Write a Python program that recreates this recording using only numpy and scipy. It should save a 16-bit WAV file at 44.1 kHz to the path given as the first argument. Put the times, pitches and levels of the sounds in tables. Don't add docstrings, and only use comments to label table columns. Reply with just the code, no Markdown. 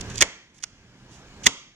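import sys
import numpy as np
from scipy import signal
from scipy.fft import rfft, irfft, next_fast_len
from scipy.io import wavfile
from scipy.ndimage import uniform_filter1d

SR = 44100
rng = np.random.default_rng(int(sys.argv[2]) if len(sys.argv) > 2 else 0)


def put_to_file(sound):
    columns = np.atleast_2d(sound).T
    safe = np.clip(columns, -1, 1)
    whole_steps = np.round(safe * 32767)
    wavfile.write(sys.argv[1], SR, whole_steps.astype(np.int16))


def field_ratio(decibels):
    return 10 ** (np.asarray(decibels, dtype=float) / 20)


N = 77175

# f/Hz, likeness/1
LIKENESS = [(60, 0.89), (240, 1), (950, 1), (2000, 0.7), (3770, 0.52), (7000, .3), (15000, .05)]
# f/Hz, level/dB
AIR_PAN = [(60, -2.5), (240, -1.5), (950, -4), (3000, 8), (6400, -12.5), (15000, -0.5)]
# f/Hz, phase/rad
AIR_LEAD = [(100, -.06), (500, -.3), (1500, -.85), (4200, -3), (6500, -5), (16000, -10)]


def evened(x):
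    return x / np.sqrt(np.mean(x ** 2) + 1e-20)


def read(points, hz):
    f, value = np.transpose(points)
    return np.interp(np.log(hz + 1), np.log(f + 1), value)


def camera_gain_db(t_s):
    # t/s, gain/dB
    gain_curve = [(0, -2), (.229, -3), (.252, -13.5), (.33, -16), (.5, -23), (.74, -21), (1.1, -14),
                  (1.39, -9.5), (1.47, -4), (1.5, -16), (1.6, -18.5), (1.75, -24.5)]
    return np.interp(t_s, *np.transpose(gain_curve))


def ports(pan, lead, hz):
    half_db = read(pan, hz) / 2
    return np.array([field_ratio(half_db) * np.exp(1j * read(lead, hz)), field_ratio(-half_db) + 0j])


def diffuse(first, second, hz):
    same = np.clip(read(LIKENESS, hz), -1, 1)[:, None]
    return np.array([first, same * first + np.sqrt(1 - same ** 2) * second])


def gun_parts():
    # f/Hz, width/Hz, level/dB
    body = [(1450, 600, -11.5), (1883, 75, -3), (1968, 210, 1.5), (2206, 200, 0)]
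    # f/Hz, width/Hz, level/dB
    slide = [(3008, 560, 0), (3100, 1400, 0.5), (3490, 520, 3.5), (4240, 250, -6)]
    # f/Hz, width/Hz, level/dB
    teeth = [(4950, 380, 11.5), (5970, 600, 13), (6640, 620, 14.5), (7160, 550, 4.5), (8300, 1500, -1.5),
             (10000, 2400, -11)]
    # f/Hz, width/Hz, level/dB
    grip = [(110, 200, -11), (251.3, 400, -1.5), (391, 110, 9), (604, 50, 3.5), (1014, 1100, 14),
            (1510, 560, 17)]
    # f/Hz, width/Hz, level/dB
    catch = [(852, 50, -14), (1458, 77, 3), (2720, 330, 3), (4450, 490, 3.5), (4600, 400, 3.5),
             (9220, 820, -17)]
    # f/Hz, width/Hz, level/dB
    smack = [(9000, 1900, -3.5), (11800, 1200, 1), (14500, 3000, -4.5)]
    return [(body, 1000, 4000), (slide, 1800, 7000), (teeth, 3500, 11000),
            (grip, 60, 2500), (catch, 650, 10000), (smack, 6000, 16000)]


def ring(modes, low_hz, high_hz, blur):
    t = np.arange(2048) / SR
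    sos = signal.butter(4, [low_hz, high_hz], "band", fs=SR, output="sos")

    def ringing(widening):
        modes_sum = 0
        for hz, width_hz, db in modes:
            decay = np.exp(-np.pi * abs(width_hz) * widening * t)
            modes_sum = modes_sum + field_ratio(db) * decay * np.sin(2 * np.pi * hz * t)
        return signal.sosfilt(sos, modes_sum)

    near, out = ringing(1), ringing(blur)
    return out * np.linalg.norm(near) / np.linalg.norm(out) / abs(near).max()


def stick_slip_grains(parts):
    grains_per_s, spread_db = 12000, 2.5
    strength = field_ratio(spread_db * np.minimum(rng.exponential(1, (3, N)), 4))
    grains = strength * rng.choice([-1., 1.], (3, N)) * (rng.random((3, N)) < grains_per_s / SR)
    return np.array([evened(g) / np.linalg.norm(ring(*p, 1)) for g, p in zip(grains, parts)])


def blows():
    # t/s, body level/dB, slide level/dB, teeth level/dB, grip level/dB
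    slaps = [(.2072, -17, -19, -16, -29), (.2084, -15.5, -20, -9, -40.5),
             (.2108, -13.5, -20.5, -10.5, -45.5), (.2122, -17, -16.5, -16, -37.5),
             (.2133, -13.5, -16, 3.5, -25), (.2149, -15, -8.5, -11, -30), (.2162, -21.5, -14, -16.5, -14.5),
             (.2181, -12.5, -12, -14, -28.5), (.2194, -17.5, -24.5, -21, -26), (.2223, 0, 3.5, 2, -11.5),
             (.2232, -2.5, -1, 2, -22), (.2246, -7, -20, -17.5, -9.5), (.2261, -13, -17.5, -5.5, -17),
             (.2268, -8.5, -18.5, -19, -29), (.2286, -13, -17.5, -14, -28.5),
             (.23, -14, -16.5, -18.5, -19.5), (.6329, -54.5, -38, -35.5, -67.5),
             (.6345, -53, -33, -33.5, -69), (.6359, -54.5, -45, -30.5, -61), (.638, -39, -25, -16, -61.5),
             (.6392, -41, -38.5, -21, -66.5), (.6404, -51, -26, -17.5, -64.5),
             (.6417, -54.5, -34, -29, -61), (.6426, -53.5, -44.5, -31.5, -64),
             (1.4578, -21.5, -28, -23, -47), (1.4589, -33, -20, -16.5, -29.5),
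             (1.461, -25, -29, -15.5, -37), (1.4628, -14, -16.5, -11, -31),
             (1.4643, -11.5, -18.5, -14, -21), (1.4657, -15, -16, -9, -27), (1.4677, -5, 2.5, -8, -8),
             (1.4686, -11.5, -8.5, -11.5, -7.5), (1.4695, -15.5, 4, 4, -22.5),
             (1.4706, -13.5, -1.5, -11, -22.5), (1.4726, -17.5, -19.5, -14, -21.5),
             (1.4738, -14, -17, -14, -16), (1.4755, -22.5, -19, -14, -27.5), (1.478, -33, -23.5, -28, -19)]
    # t/s, level/dB
    trigger_return = [
        (.6256, -55),
        (0.635, -45.5),
        (0.6379, -24.5),
        (0.6405, -47),
        (.6445, -42),
    ]
    # t/s, level/dB
    cracks = [
        (.2224, -18.5),
        (.2232, -22),
        (.6382, -51),
        (1.4679, -11.5),
        (1.4697, -18.5),
    ]
    drive = np.zeros((6, N))
    for table, first_part in ((slaps, 0), (trigger_return, 4), (cracks, 5)):
        for s, *parts_db in table:
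            blow = np.sinc(np.arange(-8, 9) - s * SR % 1) * np.hanning(17)
            at = int(s * SR)
            hit = drive[first_part:first_part + len(parts_db), at - 8:at + 9]
            hit += field_ratio(parts_db - camera_gain_db(s))[:, None] * blow
    return drive


def rubs(grains):
    # start/s, length/s, level/dB, teeth rel. level/dB, body rel. level/dB
    strokes = [(.009, 0.0067, -44.5, 11, -4.5), (0.093, 0.041, -49, -2, -2), (0.137, 0.036, -51, 1.5, -5.5),
               (0.17, 0.058, -44.5, -3.5, -10), (0.2071, 0.0145, -31, 5, 7),
               (0.2257, 0.0034, -28.5, 5.5, 7), (0.541, 0.047, -69, 6.5, -2),
               (0.584, 0.008, -62.5, 5.5, -0.5), (0.6, 0.023, -70.5, 5.5, 4.5), (0.625, 0.007, -55, 3, -8),
               (0.6327, 0.014, -45.5, 4.5, 2), (1.088, 0.14, -67.5, 2.5, -6.5),
               (1.111, 0.063, -70.5, 8, -10.5), (0.211, 0.008, -34.5, 4.5, -13),
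               (1.432, 0.026, -45.5, -1.5, -12), (1.4575, 0.0105, -35, 6, 1),
               (1.464, 0.0073, -18.5, 2.5, 5.5)]
    t, drive = np.arange(N) / SR, np.zeros((3, N))
    for s, length_s, db, bright_db, body_db in strokes:
        u = np.clip((t - s) / length_s, 0, 1)
        stroke = np.sin(np.pi * u ** .75) ** .45 * (u > 0) * (u < 1)
        parts_db = [[db + body_db], [db], [db + bright_db]]
        drive += field_ratio(parts_db - camera_gain_db(s)) * stroke * grains
    return drive


def ticks(grains):
    # t/s, level/dB, teeth rel. level/dB
    tick_events = [(.0105, -32, 0), (.0125, -30.5, 2.5), (.101, -26, -4.5), (.1575, -22, 4),
                   (.1765, -22.5, -3.5), (.181, -23, 11.5), (.189, -30.5, 14), (.582, -53, 13),
                   (.591, -51, -1.5), (.604, -50, 4), (.6258, -35.5, 2.5), (.6285, -45, 11.5),
                   (.6335, -37, 6), (1.436, -37, 0.5), (1.442, -30, 2.5), (1.446, -37, 11)]
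    decay_s, body_rel_db = .0012, -17.5
    t, drive = np.arange(N) / SR, np.zeros((3, N))
    for s, db, bright_db in tick_events:
        stroke = np.exp(-abs(t - s) / decay_s * np.where(t < s, 2, 1))
        parts_db = [[db + body_rel_db], [db], [db + bright_db]]
        drive += field_ratio(parts_db - camera_gain_db(s) - 12.5) * stroke * grains
    return drive


def gun():
    far_blur = 2.4
    parts = gun_parts()
    grains = stick_slip_grains(parts)
    drive = blows()
    drive[:3] += rubs(grains) + ticks(grains)
    return [np.array([signal.oaconvolve(d, ring(*p, blur))[:N] for d, p in zip(drive, parts)])
            for blur in (1, far_blur)]


def at_ports(wood):
    # f/Hz, level/dB
    gun_pan = [(100, -0.5), (1100, 0.5), (1800, -0.5), (2800, 6.5), (4300, -1), (6400, -19.5), (9800, -3.5),
               (15000, -10)]
    # f/Hz, phase/rad
    gun_lead = [(100, 1), (1200, 0.33), (2500, 1), (4200, -1.5), (5300, -6), (6500, -4.5), (10000, -4.5),
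                (16000, -6)]
    size = next_fast_len(N + 4096)
    gains = ports(gun_pan, gun_lead, np.fft.rfftfreq(size, 1 / SR))
    return irfft(rfft(wood.sum(axis=0), size) * gains, size)[:, :N]


def toward_walls(far):
    # start/s, end/s, body level/dB, slide level/dB, teeth level/dB, grip level/dB
    shots = [
        (0.199, .235, 10, 6.5, 8.5, 15.5),
        (1.456, 1.473, -6, 7, 11.5, 17.5),
    ]
    room_db, top_hz = -19, 10500
    t = np.arange(N) / SR
    level_db = room_db
    for start_s, end_s, *parts_db in shots:
        level_db = level_db + np.outer(np.pad(parts_db, (0, 2)), (t > start_s) * (t < end_s))
    sos = signal.butter(2, top_hz, fs=SR, output="sos")
    return signal.sosfilt(sos, (far * field_ratio(level_db)).sum(axis=0))


def room(x):
    # f/Hz, t60/s
    t60 = [(200, 0.56), (700, 0.35), (2000, 1), (6000, 0.88), (9000, 0.39), (14000, 0.28)]
    # f/Hz, level/dB
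    walls = [(200, -4.5), (700, 8), (1250, 3.5), (2200, 2.5), (3200, 7.5), (4400, -1), (6500, 1.5),
             (12000, -8.5)]
    # f/Hz, level/dB
    room_pan = [(200, -1), (1000, -2), (3000, 2.5), (6400, -10.5), (12000, -7)]
    start_s, turns_per_s, gap = 0.0035, 130, 20
    out, turn = np.zeros((2, N)), np.arange(N) * turns_per_s / SR
    for k in range(3):
        taps = np.zeros((2, SR))
        at = np.arange(gap, SR - gap, gap) + rng.integers(0, gap, (2, (SR - gap - 1) // gap))
        np.put_along_axis(taps, at, rng.choice([-1., 1.], at.shape), 1)
        taps = taps * (np.arange(SR) > int(start_s * SR))
        hz, t, z = signal.stft(taps, SR, nperseg=256)
        z = diffuse(z[0], z[1], hz) * ports(room_pan, AIR_LEAD, hz)[:, :, None]
        decay_db = read(walls, hz)[:, None] - 60 * t / read(t60, hz)[:, None]
        tail = signal.istft(z * field_ratio(decay_db), SR, nperseg=256)[1]
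        share = np.cos(np.pi * (turn + k / 3)) * np.sqrt(2 / 3)
        out += signal.fftconvolve((x * share)[None], tail / np.linalg.norm(tail[1]), axes=1)[:, :N]
    return out


def fan():
    # f/Hz, width/Hz, level/dB
    hum = [(39.6, 4.1, -51.5), (67, 14, -55.5), (100, 120, -47.5), (120, 9.7, -46.5), (192, 25, -48.5),
           (1635, 100, -53)]
    # t/s, level/dB
    rumble = [
        (0, 3),
        (.2, 1),
        (0.301, -1.5),
        (.33, -8.5),
        (.62, 0),
        (.75, 2.5),
        (1.1, -2),
        (1.45, -0.5),
        (1.56, -16.5),
        (1.75, -0.5),
    ]
    lumps_db = 1.8
    size = next_fast_len(N)
    hz = np.fft.rfftfreq(size, 1 / SR)
    left, other, slow = rfft(rng.standard_normal((3, size)))
    lumps = evened(irfft(slow / (1 + (hz / 12) ** 2), size)[:N])
    noise = np.array([left, left + .1 * other]) * ports(AIR_PAN, AIR_LEAD, hz)
    out = np.zeros((2, N))
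    for f, width_hz, db in hum:
        band = noise / (1 + ((hz - f) / width_hz) ** 2)
        out += field_ratio(db) * evened(irfft(band, size)[:, :N])
    return out * field_ratio(np.interp(np.arange(N) / SR, *np.transpose(rumble)) + lumps_db * lumps)


def room_tone():
    # f/Hz, density/dB per Hz
    air_spectrum = [(25, -18.5), (270, -8.5), (600, -17.5), (3000, -22), (6800, -29), (9000, -41.5),
                    (12000, -49.5), (16000, -53)]
    air_db, patch_db, size, hop = -33.5, 1.7, 2048, 256
    hz = np.fft.rfftfreq(size, 1 / SR)
    a, b, c, d, patches = rng.standard_normal((N // hop + 5, len(hz), 5)).T
    patches = uniform_filter1d(patches, size=20, axis=0)
    patches = evened(uniform_filter1d(patches, size=14, axis=1))
    air = field_ratio(read(air_spectrum, hz))
    air = field_ratio(air_db) * air / np.linalg.norm(air)
    z = diffuse(a + 1j * b, c + 1j * d, hz)
    z = z * (air * ports(AIR_PAN, AIR_LEAD, hz))[:, :, None] * field_ratio(patch_db * patches)
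    return 0.8 * signal.istft(z, nperseg=size, noverlap=size - hop)[1][:, :N]


def scene():
    wood, far = gun()
    return at_ports(wood) + room(toward_walls(far)) + fan() + room_tone()


def band_limit(x):
    return signal.sosfilt(signal.butter(12, 16400, fs=SR, output="sos"), x)


def record(dry):
    edge_hz = 16200
    clipped = np.clip(dry * field_ratio(camera_gain_db(np.arange(N) / SR)), -1, 1)
    edge = signal.firwin(127, edge_hz, window=("kaiser", 7), fs=SR)[None]
    return band_limit(np.clip(signal.oaconvolve(clipped, edge, "same"), -1, 1))


dry = scene()
out = record(dry)
put_to_file(out)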